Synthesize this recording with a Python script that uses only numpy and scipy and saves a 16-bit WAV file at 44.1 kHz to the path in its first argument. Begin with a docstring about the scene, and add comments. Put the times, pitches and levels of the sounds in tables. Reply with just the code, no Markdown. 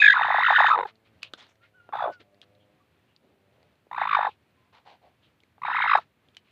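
"""A brooding hen growls four times in a nest of dry leaves, close to a small microphone.
Her voice is one tone that swings between dips and crests, mostly 50 to 60 times a second.
It is mostly loud in the dips and thin on the crests; overtones and breath ring in windpipe and beak.
Around the growls straw snaps (noise bursts set ringing) and leaves rustle (grainy filtered noise).
A chick peeps, birds call far off (fuzzy tones), an engine drones (stacked tones), the yard hums (noise)."""
import sys
import numpy as np
from scipy import signal
from scipy.fft import rfft, irfft
from scipy.io import wavfile
from scipy.ndimage import uniform_filter1d

SR = 44100
rng = np.random.default_rng(int(sys.argv[2]) if len(sys.argv) > 2 else 0)


def put_to_file(sound):
    """Save the sound as 16-bit audio at rate SR, in the file named by the first command-line argument."""
    columns = np.atleast_2d(sound).T  # one column per channel
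    safe = np.clip(columns, -1, 1)
    whole_steps = np.round(safe * 32767)
    wavfile.write(sys.argv[1], SR, whole_steps.astype(np.int16))


N = 287091


def amp(db):
    """Turns a level in dB into a multiplier."""
    return 10 ** (np.asarray(db) / 20)


def evened(x):
    """Scales a signal to an average strength (rms) of 1."""
    return x / np.sqrt(np.mean(x ** 2) + 1e-20)


def add(mix, s, sound):
    """Mixes a sound in, starting at s seconds."""
    part = mix[round(s * SR):][:len(sound)]
    part += sound[:len(part)]


def wobble(size, span_s):
    """Smooth random drift of rms 1: noise averaged twice over span_s seconds."""
    span = max(int(span_s * SR), 1)
    smooth = uniform_filter1d(rng.standard_normal(size), span)
    return evened(uniform_filter1d(smooth, span))


def shaped(x, points):
    """Weights each frequency of a signal by a curve of (frequency [Hz], level [dB])."""
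    hz, db = np.transpose(points)
    bins = np.fft.rfftfreq(x.shape[-1], 1 / SR)
    curve_db = np.interp(np.log(bins + 1), np.log(hz), db)
    return irfft(rfft(x) * amp(curve_db), x.shape[-1])


def coloured(size, points):
    """Noise whose spectrum follows the given curve, rms 1."""
    return evened(shaped(rng.standard_normal(size), points))


def resonate(x, hz, width):
    """A two-pole resonance: favours sound near hz, with gain 1 at its peak."""
    return signal.lfilter(*signal.iirpeak(hz, hz / width, SR), x)


def steep(x, hz, width):
    """Three equal resonances in a row leave dark valleys on both sides."""
    for _ in range(3):
        x = resonate(x, hz, width)
    return x


def warble(t, s, dip_hz, dip_db, pace, abrupt):
    """Counts the dips at the given pace; gives each moment the pitch and level of its nearest dip."""
    # dips that stand out, deep thumps or shallow chirps: (time [s], pitch [Hz], level [dB])
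    accents = [(.214, 773, -11), (.234, 1220, -14), (.307, 775, -10.5), (.347, 757.3, -10),
               (.386, 762, -10), (.443, 1423, -12.5), (.464, 1368, -8), (.506, 775, -7.5),
               (.545, 1147, -18), (.562, 1375, -11), (.605, 813.7, -5.5), (.648, 824, -8),
               (.665, 1340, -9.5), (3.982, 825, -16.5), (4.019, 788, -12), (4.193, 768, -11.5),
               (5.67, 1202, -24.5), (5.735, 1362, -20.5), (5.768, 1232, -14.5), (5.821, 1333, -14),
               (5.844, 870, -15.5), (5.862, 900, -15.5), (5.878, 1231, -15), (5.956, 760, -3.5)]
    scatter, scatter_db = .08, 0.5  # chance spread of the other dips: share of the pitch, dB
    since, rate = np.transpose(pace)
    current_rate = rate[np.maximum(np.searchsorted(since, t) - 1, 0)]
    turn = np.cumsum(current_rate) / SR
    turn = np.maximum(turn - np.interp(since[0], t, turn), -.5)  # whole numbers are dips
    at = np.interp(np.arange(int(turn[-1]) + 2), turn, t)  # time of each dip
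    chance = rng.standard_normal(len(at)) / np.interp(at, t, abrupt)  # abrupt flips land more truly
    hz = np.interp(at, s, dip_hz) * (1 + scatter * chance)
    db = np.interp(at, s, dip_db) - scatter_db * chance  # deeper dips are louder
    for when, accent_hz, accent_db in accents:
        if s[0] < when < s[-1]:
            k = np.argmin(abs(at - when))
            hz[k], db[k] = accent_hz, accent_db
    nearest = np.maximum(np.round(turn).astype(int), 0)
    return turn, hz[nearest], db[nearest]


def growl(rows, pace, rough, neck, *beak_db):
    """One tone swings between dips and crests; overtones and breath ring in windpipe and beak."""
    # stretches where the voice flips between two pitches: (start [s], end [s], abruptness [1 to 4.5])
    jumps = [(0, 0.131, 4.4), (0.709, .757, 2.7)]
    # overtones of the voice: (multiple of the pitch, level [dB])
    overtone_levels = [(2, -8), (3, -22), (4, -24.5), (5, -27.5)]
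    # rings of the windpipe: (frequency [Hz] before the neck factor, width [Hz], level [dB])
    windpipe = [(1400, 3200, -10), (2590, 590, -5.5), (3350, 1100, -4), (3742, 500, 4)]
    # rings of the beak: (frequency [Hz] before the neck factor, width [Hz], level [dB] before beak_db)
    beak = [(5095, 240, -1.5), (6990, 750, -1.5)]
    # soft wide noise that swells under each growl, with some low rumble and high hiss:
    # (frequency [Hz], relative level per Hz [dB])
    under_spectrum = [(30, -10), (60, -2.5), (140, 3), (280, -4.5), (600, -14), (3000, -22), (5000, -26),
                      (8000, -19.5), (15500, -7.5)]

    s, dip_hz, dip_db, *columns = np.transpose(rows)
    t = np.arange(s[0], s[-1], 1 / SR)
    top_hz, top_db, breath_db = (np.interp(t, s, c) for c in columns)
    abrupt = np.full(len(t), 1.1)  # the usual swing is a glide
    for start, end, abruptness in jumps:
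        abrupt[(t >= start) & (t < end)] = abruptness
    turn, dip_hz, dip_db = warble(t, s, dip_hz, dip_db, pace, abrupt)

    # pitch: abrupt swings jump, gentle ones glide
    swing = np.sin(np.pi * turn) ** 2  # 0 in a dip, 1 on a crest
    power = np.clip(abrupt, 1, 4.5)
    up, down = swing ** power, abs(1 - swing) ** power
    height = up / (up + 0.65 * down)
    jitter = 1 + .13 * rough / power * wobble(len(t), .0016)
    hz = (dip_hz + (top_hz - dip_hz) * height) * jitter
    phase = 2 * np.pi * np.cumsum(hz) / SR

    # loudness: each dip builds slowly and drops quickly, louder as the pitch climbs back
    lean = 1 + 0.2 * np.sin(2 * np.pi * turn)
    dip = amp(dip_db) * abs(1 - swing) ** (1.5 / power ** 0.097) * (1 - height) ** 1.2 * lean
    crest = amp(top_db + 12 * rough * wobble(len(t), .0018) / power)  # the thin crest breaks up
    level = dip + crest * height ** 0.42
    level = level * amp(1.7 * rough / power * wobble(len(t), 0.001))

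    octave = np.sin(2 * phase + wobble(len(t), .002))
    escaped = amp(-12) * (1 - height) / power * octave  # the octave that escapes the windpipe
    # slack folds skip every other beat: half pitch, strongest where the crest pitch is low
    slack = amp(-6.5 - np.maximum(top_hz - 950, 0) / 14)
    half_pitch = slack * (np.sin(phase / 2) + 0.49 * np.sin(3 * phase / 2))
    tone = np.sin(phase) + escaped + half_pitch

    flutter = 1 - rough + rough * wobble(len(t), .0004)
    stack = sum(amp(db) * np.sin(k * phase) for k, db in overtone_levels)
    overtones = level * flutter * amp(-8 * height) * stack
    gusts_db = 2.5 * wobble(len(t), .004)
    puffs = amp(breath_db + gusts_db) * (level / amp(top_db)) ** 0.33  # breath swells with the voice
    drive = overtones + puffs * rng.standard_normal(len(t))

    pipe = sum(amp(db) * steep(drive, f * neck, w) for f, w, db in windpipe)
    gape = amp(0.54 * (breath_db - breath_db.max()))  # the beak opens with the breath
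    for (f, w, db), more in zip(beak, beak_db):
        pipe += gape * amp(db + more) * steep(drive, f * neck, w)
    small_body = signal.butter(4, 400, "high", fs=SR, output="sos")  # radiates little bass
    under_noise = amp(0.088 * breath_db - 44.0) * coloured(len(t), under_spectrum)
    sound = signal.sosfilt(small_body, level * tone) + pipe + under_noise
    return s[0], sound * signal.windows.tukey(len(t), .01)


def nest(x):
    """Quick reflections from the nest walls: a short fading noise tail with one strong echo."""
    gap = int(.003 * SR)
    t = np.arange(gap, int(.1 * SR)) / SR
    tail = np.r_[np.zeros(gap), rng.standard_normal(len(t)) * amp(-60 * t / .07)]
    tail[int(.006 * SR)] += 14  # the strong echo, 6 ms late
    tail = resonate(tail, 1400, 3000)
    return signal.fftconvolve(x, tail / np.linalg.norm(tail))[:N]


def hen():
    """Places the four growls and lets the nest walls send a little of them back."""
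    # the voice, one table a growl:
    # (time [s], dip pitch [Hz], dip level [dB], crest pitch [Hz], crest level [dB], breath level [dB])
    growls = [
        [(0, 1682, -4, 2540, -13.5, -20), (.06, 1690, -2, 2480, -13.5, -20), (.095, 1632, 1, 1950, -21, -26),
         (.126, 1613, -10.5, 1957, -10, -19), (.139, 900, -18, 1900, -13, -27),
         (.17, 946, -18.5, 1500, -16.5, -31), (.2, 967.3, -12, 1930, -23, -34),
         (.3, 909.4, -19.5, 1870, -19, -31), (.42, 911.7, -13.5, 2015, -19.5, -28.5),
         (.52, 878.3, -13, 1857, -14.5, -26.5), (.69, 851.3, -13.5, 1816, -13, -24),
         (.713, 1080, -22.5, 1306, -7, -24.5), (.75, 805, -17, 1262, -10.5, -32),
         (.77, 805.6, -13, 991, -33, -51.5), (.805, 922, -14, 903, -38, -40),
         (.875, 793, -26.5, 774, -61.5, -70.5)],
        [(1.925, 795, -23, 1150, -33, -69), (1.945, 722, -17, 1258, -29, -42), (1.97, 860, -25, 1305, -39, -40),
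         (2.0, 860, -20, 1294, -29, -44), (2.03, 732, -14.5, 1298, -32.5, -39),
         (2.065, 690, -18.5, 1212, -26.5, -49), (2.09, 590, -25, 837, -25, -65),
         (2.125, 496, -61, 550, -42.5, -60)],
        [(3.912, 877, -25.5, 1507, -54.5, -65.5), (3.96, 1018, -21.5, 1598, -52, -53),
         (3.975, 1057, -29, 1678, -32.5, -41), (4.03, 867, -18.5, 2193, -25.5, -37.5),
         (4.065, 886, -15, 1946, -44, -44), (4.095, 1229, -18, 2056, -36.5, -38),
         (4.148, 1145, -6.5, 2040, -28.5, -28.5), (4.175, 836, -12.5, 1784, -24.5, -37),
         (4.255, 804, -13.5, 1876, -34, -41), (4.278, 767.5, -16, 1082, -20, -40),
         (4.3, 808, -39, 916, -60.5, -48)],
        [(5.617, 1081, -29, 1327, -59, -62), (5.645, 1000, -15.5, 1412, -55, -57),
         (5.66, 959, -19.5, 2404, -33.5, -41), (5.68, 880, -17.5, 1671, -26.5, -40),
         (5.76, 920, -18, 2048, -22.5, -39.5), (5.8, 890, -15, 2255, -22.5, -41),
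         (5.89, 1067, -12.5, 2111, -21, -37.5), (5.935, 1190, -5.5, 1988, -24.5, -33.5),
         (5.97, 1042, -17.5, 1814, -24.5, -35), (5.985, 697, -29, 1177, -18, -36.5),
         (6.005, 497, -43, 880, -56, -64.5)],
    ]
    # warble pace, one table a growl, counted from its first dip: (start [s], dips per second [1/s])
    paces = [
        [(.023, 50), (.123, 55), (.287, 50), (.687, 54.3), (.779, 100), (.809, 42)],
        [(1.937, 57)],
        [(3.915, 59.5), (3.999, 52.5), (4.152, 50.5)],
        [(5.62, 61.9), (5.749, 53.6)],
    ]
    # roughness of each growl [0 to 1]
    roughness = [.36, .36, .33, .28]
    # one row a growl: (neck factor on the rings, beak ring near 5 kHz [dB], beak ring near 7 kHz [dB])
    beaks = [(.96, -4, -4), (0.922, -5, -11), (0.958, -5, -16), (0.987, 1.5, -15)]
    voice = np.zeros(N)
    for rows, pace, rough, beak in zip(growls, paces, roughness, beaks):
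        add(voice, *growl(rows, pace, rough, *beak))
    return voice + amp(-21) * nest(voice)


def yard():
    """The outdoor hum: noise that swells gently, with faint random ticks of straw."""
    # spectrum of the hum: (frequency [Hz], relative level per Hz [dB])
    spectrum = [(25, -30.5), (45, -17.5), (90, 2), (200, -5), (350, -8.5), (650, -14.5), (1150, -17.5),
                (2500, -19.5), (4000, -28), (16000, -28)]
    hum = amp(-63.5 + 1.2 * wobble(N, 0.1)) * coloured(N, spectrum)
    loudness = amp(4.4 * np.minimum(rng.exponential(1, N), 3))
    ticks = (rng.random(N) < 12 / SR) * loudness  # about 12 a second
    fade = amp(-60 * np.arange(600) / SR / .02)
    tick = resonate(rng.standard_normal(600) * fade, 3000, 2500)
    return hum + amp(-71) * signal.oaconvolve(ticks, tick)[:N]


def engine():
    """A distant engine: tones at multiples of a wavering firing rate, each drifting in level."""
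    # course of the engine: (time [s], firing rate [Hz] before wavering, level [dB])
    course = [(0, 107.4, -69), (0.45, 112, -58), (0.898, 109, -66.5), (1.5, 107, -73.5),
              (2.299, 99.7, -67.5), (2.698, 103.4, -67.5), (3.1, 102.5, -84), (3.498, 99, -70.5),
              (3.8, 100.4, -81), (6.51, 101.6, -91)]
    # mean level of each multiple of the firing rate, lowest first [dB]
    order_levels = [1.5, -5.5, -6.5, -3, -2.5, -2.5, -8, -11]
    s, hz, db = np.transpose(course)
    t = np.arange(N) / SR
    rate = np.interp(t, s, hz) * (1 + 0.019 * wobble(N, 0.09))
    phase = 2 * np.pi * np.cumsum(rate) / SR
    orders = np.zeros(N)
    for k, order_db in enumerate(order_levels, 1):
        orders += amp(order_db + 3.3 * wobble(N, 0.2)) * np.sin(k * phase)
    return amp(np.interp(t, s, db)) * orders


def rustle(s, length, db, hz, width, hiss_db):
    """A slide of leaves or a rumble: grainy hiss with a hollow tone, quick to rise, slower to fade."""
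    u = np.linspace(0, 1, int(1.77 * length * SR))
    noise = rng.standard_normal(len(u)) * amp(2.4 * wobble(len(u), 0.00067))
    hollow = evened(resonate(resonate(noise, hz, width), hz, 2 * width))
    hiss = evened(resonate(resonate(noise, 1600, 3200), 1200, 4700))
    shape = evened(u ** 0.88 * (1 - u) ** 3.08)
    return s, amp(db) * (hollow + amp(hiss_db) * hiss) * shape


def rustles():
    """Places the slides of the dry leaves, and one faint low rumble at 6.05 s."""
    # (time [s], length [s] before stretching 1.77 times, level [dB], hollow pitch [Hz],
    #  width of that pitch [Hz], hiss relative to the hollow tone [dB])
    rows = [(0.866, 0.038, -59, 956, 914, 6.5), (1.044, 0.051, -77.5, 2400, 890, 8.5),
            (1.218, 0.058, -53.5, 2770, 890, -4), (1.367, 0.1, -66.5, 3210, 1250, 8.5),
            (1.375, 0.036, -56, 5880, 2535, -3), (1.417, 0.02, -62, 4600, 2510, 6),
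            (1.478, 0.051, -64, 6280, 1995, -3), (1.615, 0.068, -69.5, 1893, 906, -1),
            (2.117, 0.037, -62.5, 4540, 1510, 4), (2.195, 0.033, -56, 345, 298, -2.5),
            (2.424, 0.019, -69.5, 2840, 905, 8), (2.595, 0.045, -74, 3100, 399, -13.5),
            (3.073, 0.095, -78.5, 2740, 500, -11), (3.198, 0.19, -65.5, 305.3, 297.5, -16),
            (3.503, 0.24, -70.5, 540, 305.3, -9.5), (4.287, 0.049, -63.5, 2620, 890, -3.5),
            (4.723, 0.077, -62.5, 921, 505, 1), (4.85, 0.097, -54, 790, 300, -4.5),
            (5.014, 0.085, -61, 700, 249, -11), (5.22, 0.065, -71.5, 2969, 879, -3.5),
            (5.985, 0.052, -67.5, 1490, 910, 8), (6.329, 0.058, -79, 2640, 1217, -11),
            (6.05, .24, -75, 158, 150, -22.5), (6.442, 0.11, -78, 2386, 885, 5)]
    mix = np.zeros(N)
    for row in rows:
        add(mix, *rustle(*row))
    return mix


def snap(s, db, hz, knock_hz, knock_db):
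    """A stalk breaks: a sharp tick, a short ring at its pitch and a dull knock of the nest."""
    t = np.arange(int(.12 * SR)) / SR
    rise = np.minimum(t / .0008, 1) ** 2
    fade = amp(-60 * t / .008) + .1 * amp(-60 * t / .075)  # 60 dB down in 8 ms, and a weak 75 ms tail
    burst = rng.standard_normal(len(t)) * rise * fade
    burst[int(.001 * SR)] += 2.5  # the break itself
    tick = resonate(resonate(burst, hz, 0.14 * hz), hz, hz) + 0.44 * resonate(burst, 4500, 4000)
    knock = resonate(resonate(burst, knock_hz, 426), knock_hz, 660)
    knock += 0.89 * resonate(resonate(burst, 400, 330), 450, 470)
    return s, amp(db) * (tick / abs(tick).max() + amp(knock_db) * knock / abs(knock).max())


def snaps():
    """Places every snap of the straw."""
    # (time [s], tick peak level [dB], pitch [Hz], knock pitch [Hz], knock peak relative to the tick [dB])
    breaks = [(0.955, -48, 4160, 800, -15), (1.2301, -15.5, 2653, 1562, -31.5),
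              (1.3357, -21, 3577, 1403, -3), (1.4669, -39, 1826, 565, -13), (1.5555, -45, 1833, 365, -11.5),
              (1.89, -52.5, 2105, 684, 20), (2.2043, -44, 2814, 370, -6.5), (2.3445, -49, 1900, 407, -25),
              (2.4152, -30, 3383, 626, -30), (2.5502, -54, 4015, 597, -10),
              (3.1626, -37.5, 4670, 623.3, -21), (3.6289, -43.5, 2105, 628.6, -9.5),
              (3.7549, -53.5, 2704, 351, -13), (3.8675, -61, 2007, 461, 15.5),
              (5.4031, -43.5, 3470, 381, -21), (5.4348, -43, 2230, 568, -13.5),
              (5.5803, -59, 2140, 782, 16.5), (5.9746, -27, 1745, 1147, 1.5), (6.2857, -46, 3270, 441, -9),
              (6.3474, -45, 3510, 1598, -25.5), (6.3677, -23, 3030, 1746, -52.5)]
    mix = np.zeros(N)
    for row in breaks:
        add(mix, *snap(*row))
    return mix


def far_note(rows):
    """A small call: a slightly fuzzy tone with a weak octave."""
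    s, hz, db = np.transpose(rows)
    t = np.arange(s[0], s[-1], 1 / SR)
    fuzzy_hz = np.interp(t, s, hz) * (1 + 0.0062 * wobble(len(t), 0.0038))
    phase = 2 * np.pi * np.cumsum(fuzzy_hz) / SR
    level = np.sqrt(2) * amp(np.interp(t, s, db) + 2.5 * wobble(len(t), .008))
    tone = np.sin(phase) + amp(-19.5) * np.sin(2 * phase)
    return s[0], level * tone * signal.windows.tukey(len(t), .2)


def far_calls():
    """Places the chick's peep, the far calls in the yard and the low coos."""
    # a chick's peep, then far calls, one table a note: (time [s], pitch [Hz], level [dB])
    calls = [
        [(1.388, 3360, -65), (1.402, 3270, -52), (1.415, 3880, -55)],
        [(1.6, 1330, -72), (1.635, 1406, -57.5), (1.67, 1430, -75.5)],
        [(1.73, 1400, -65), (1.76, 1520, -59.5), (1.81, 1404, -59), (1.85, 1420, -67.5), (1.92, 1360, -56)],
        [(2.08, 1514, -52), (2.15, 1472, -47), (2.19, 1382, -68.5), (2.23, 1300, -65.5)],
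        [(2.8, 1166, -63.5), (2.84, 1136, -78)],
        [(4.53, 1030, -79.5), (4.58, 1035, -75.5), (4.72, 1014, -80)],
    ]
    # soft low coos far off, one table a note: (time [s], pitch [Hz], level [dB])
    coos = [
        [(2.24, 585, -71), (2.34, 593, -65.5), (2.36, 584, -81)],
        [(2.39, 605.6, -80.5), (2.408, 597, -60), (2.47, 608, -87.5)],
        [(2.51, 584, -69), (2.574, 599, -65.5), (2.61, 560, -87)],
        [(2.64, 623, -68.5), (2.734, 573, -71.5), (2.76, 642, -78)],
    ]
    mix = np.zeros(N)
    for rows in calls + coos:
        add(mix, *far_note(rows))
    return mix


def scene():
    """Hen, yard, engine, leaves, straw and far calls together, as one channel."""
    mix = hen() + yard() + engine() + rustles() + snaps() + far_calls()
    return mix[None]


def record(dry):
    """A microphone weak in deep bass and dull above 4 kHz, its own hiss, then a cut at 15.5 kHz."""
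    # response of the microphone: (frequency [Hz], level [dB])
    response = [(20, -30), (70, -6), (4200, -1.5), (5200, -10.5), (7500, -18.5), (16000, -30)]
    heard = shaped(dry, response)
    heard += amp(-84) * rng.standard_normal(dry.shape)  # hiss
    low_pass = signal.firwin(511, 15500, window=("kaiser", 9), fs=SR)
    return signal.oaconvolve(heard, low_pass[None], "same")


dry = scene()
out = record(dry)
put_to_file(out)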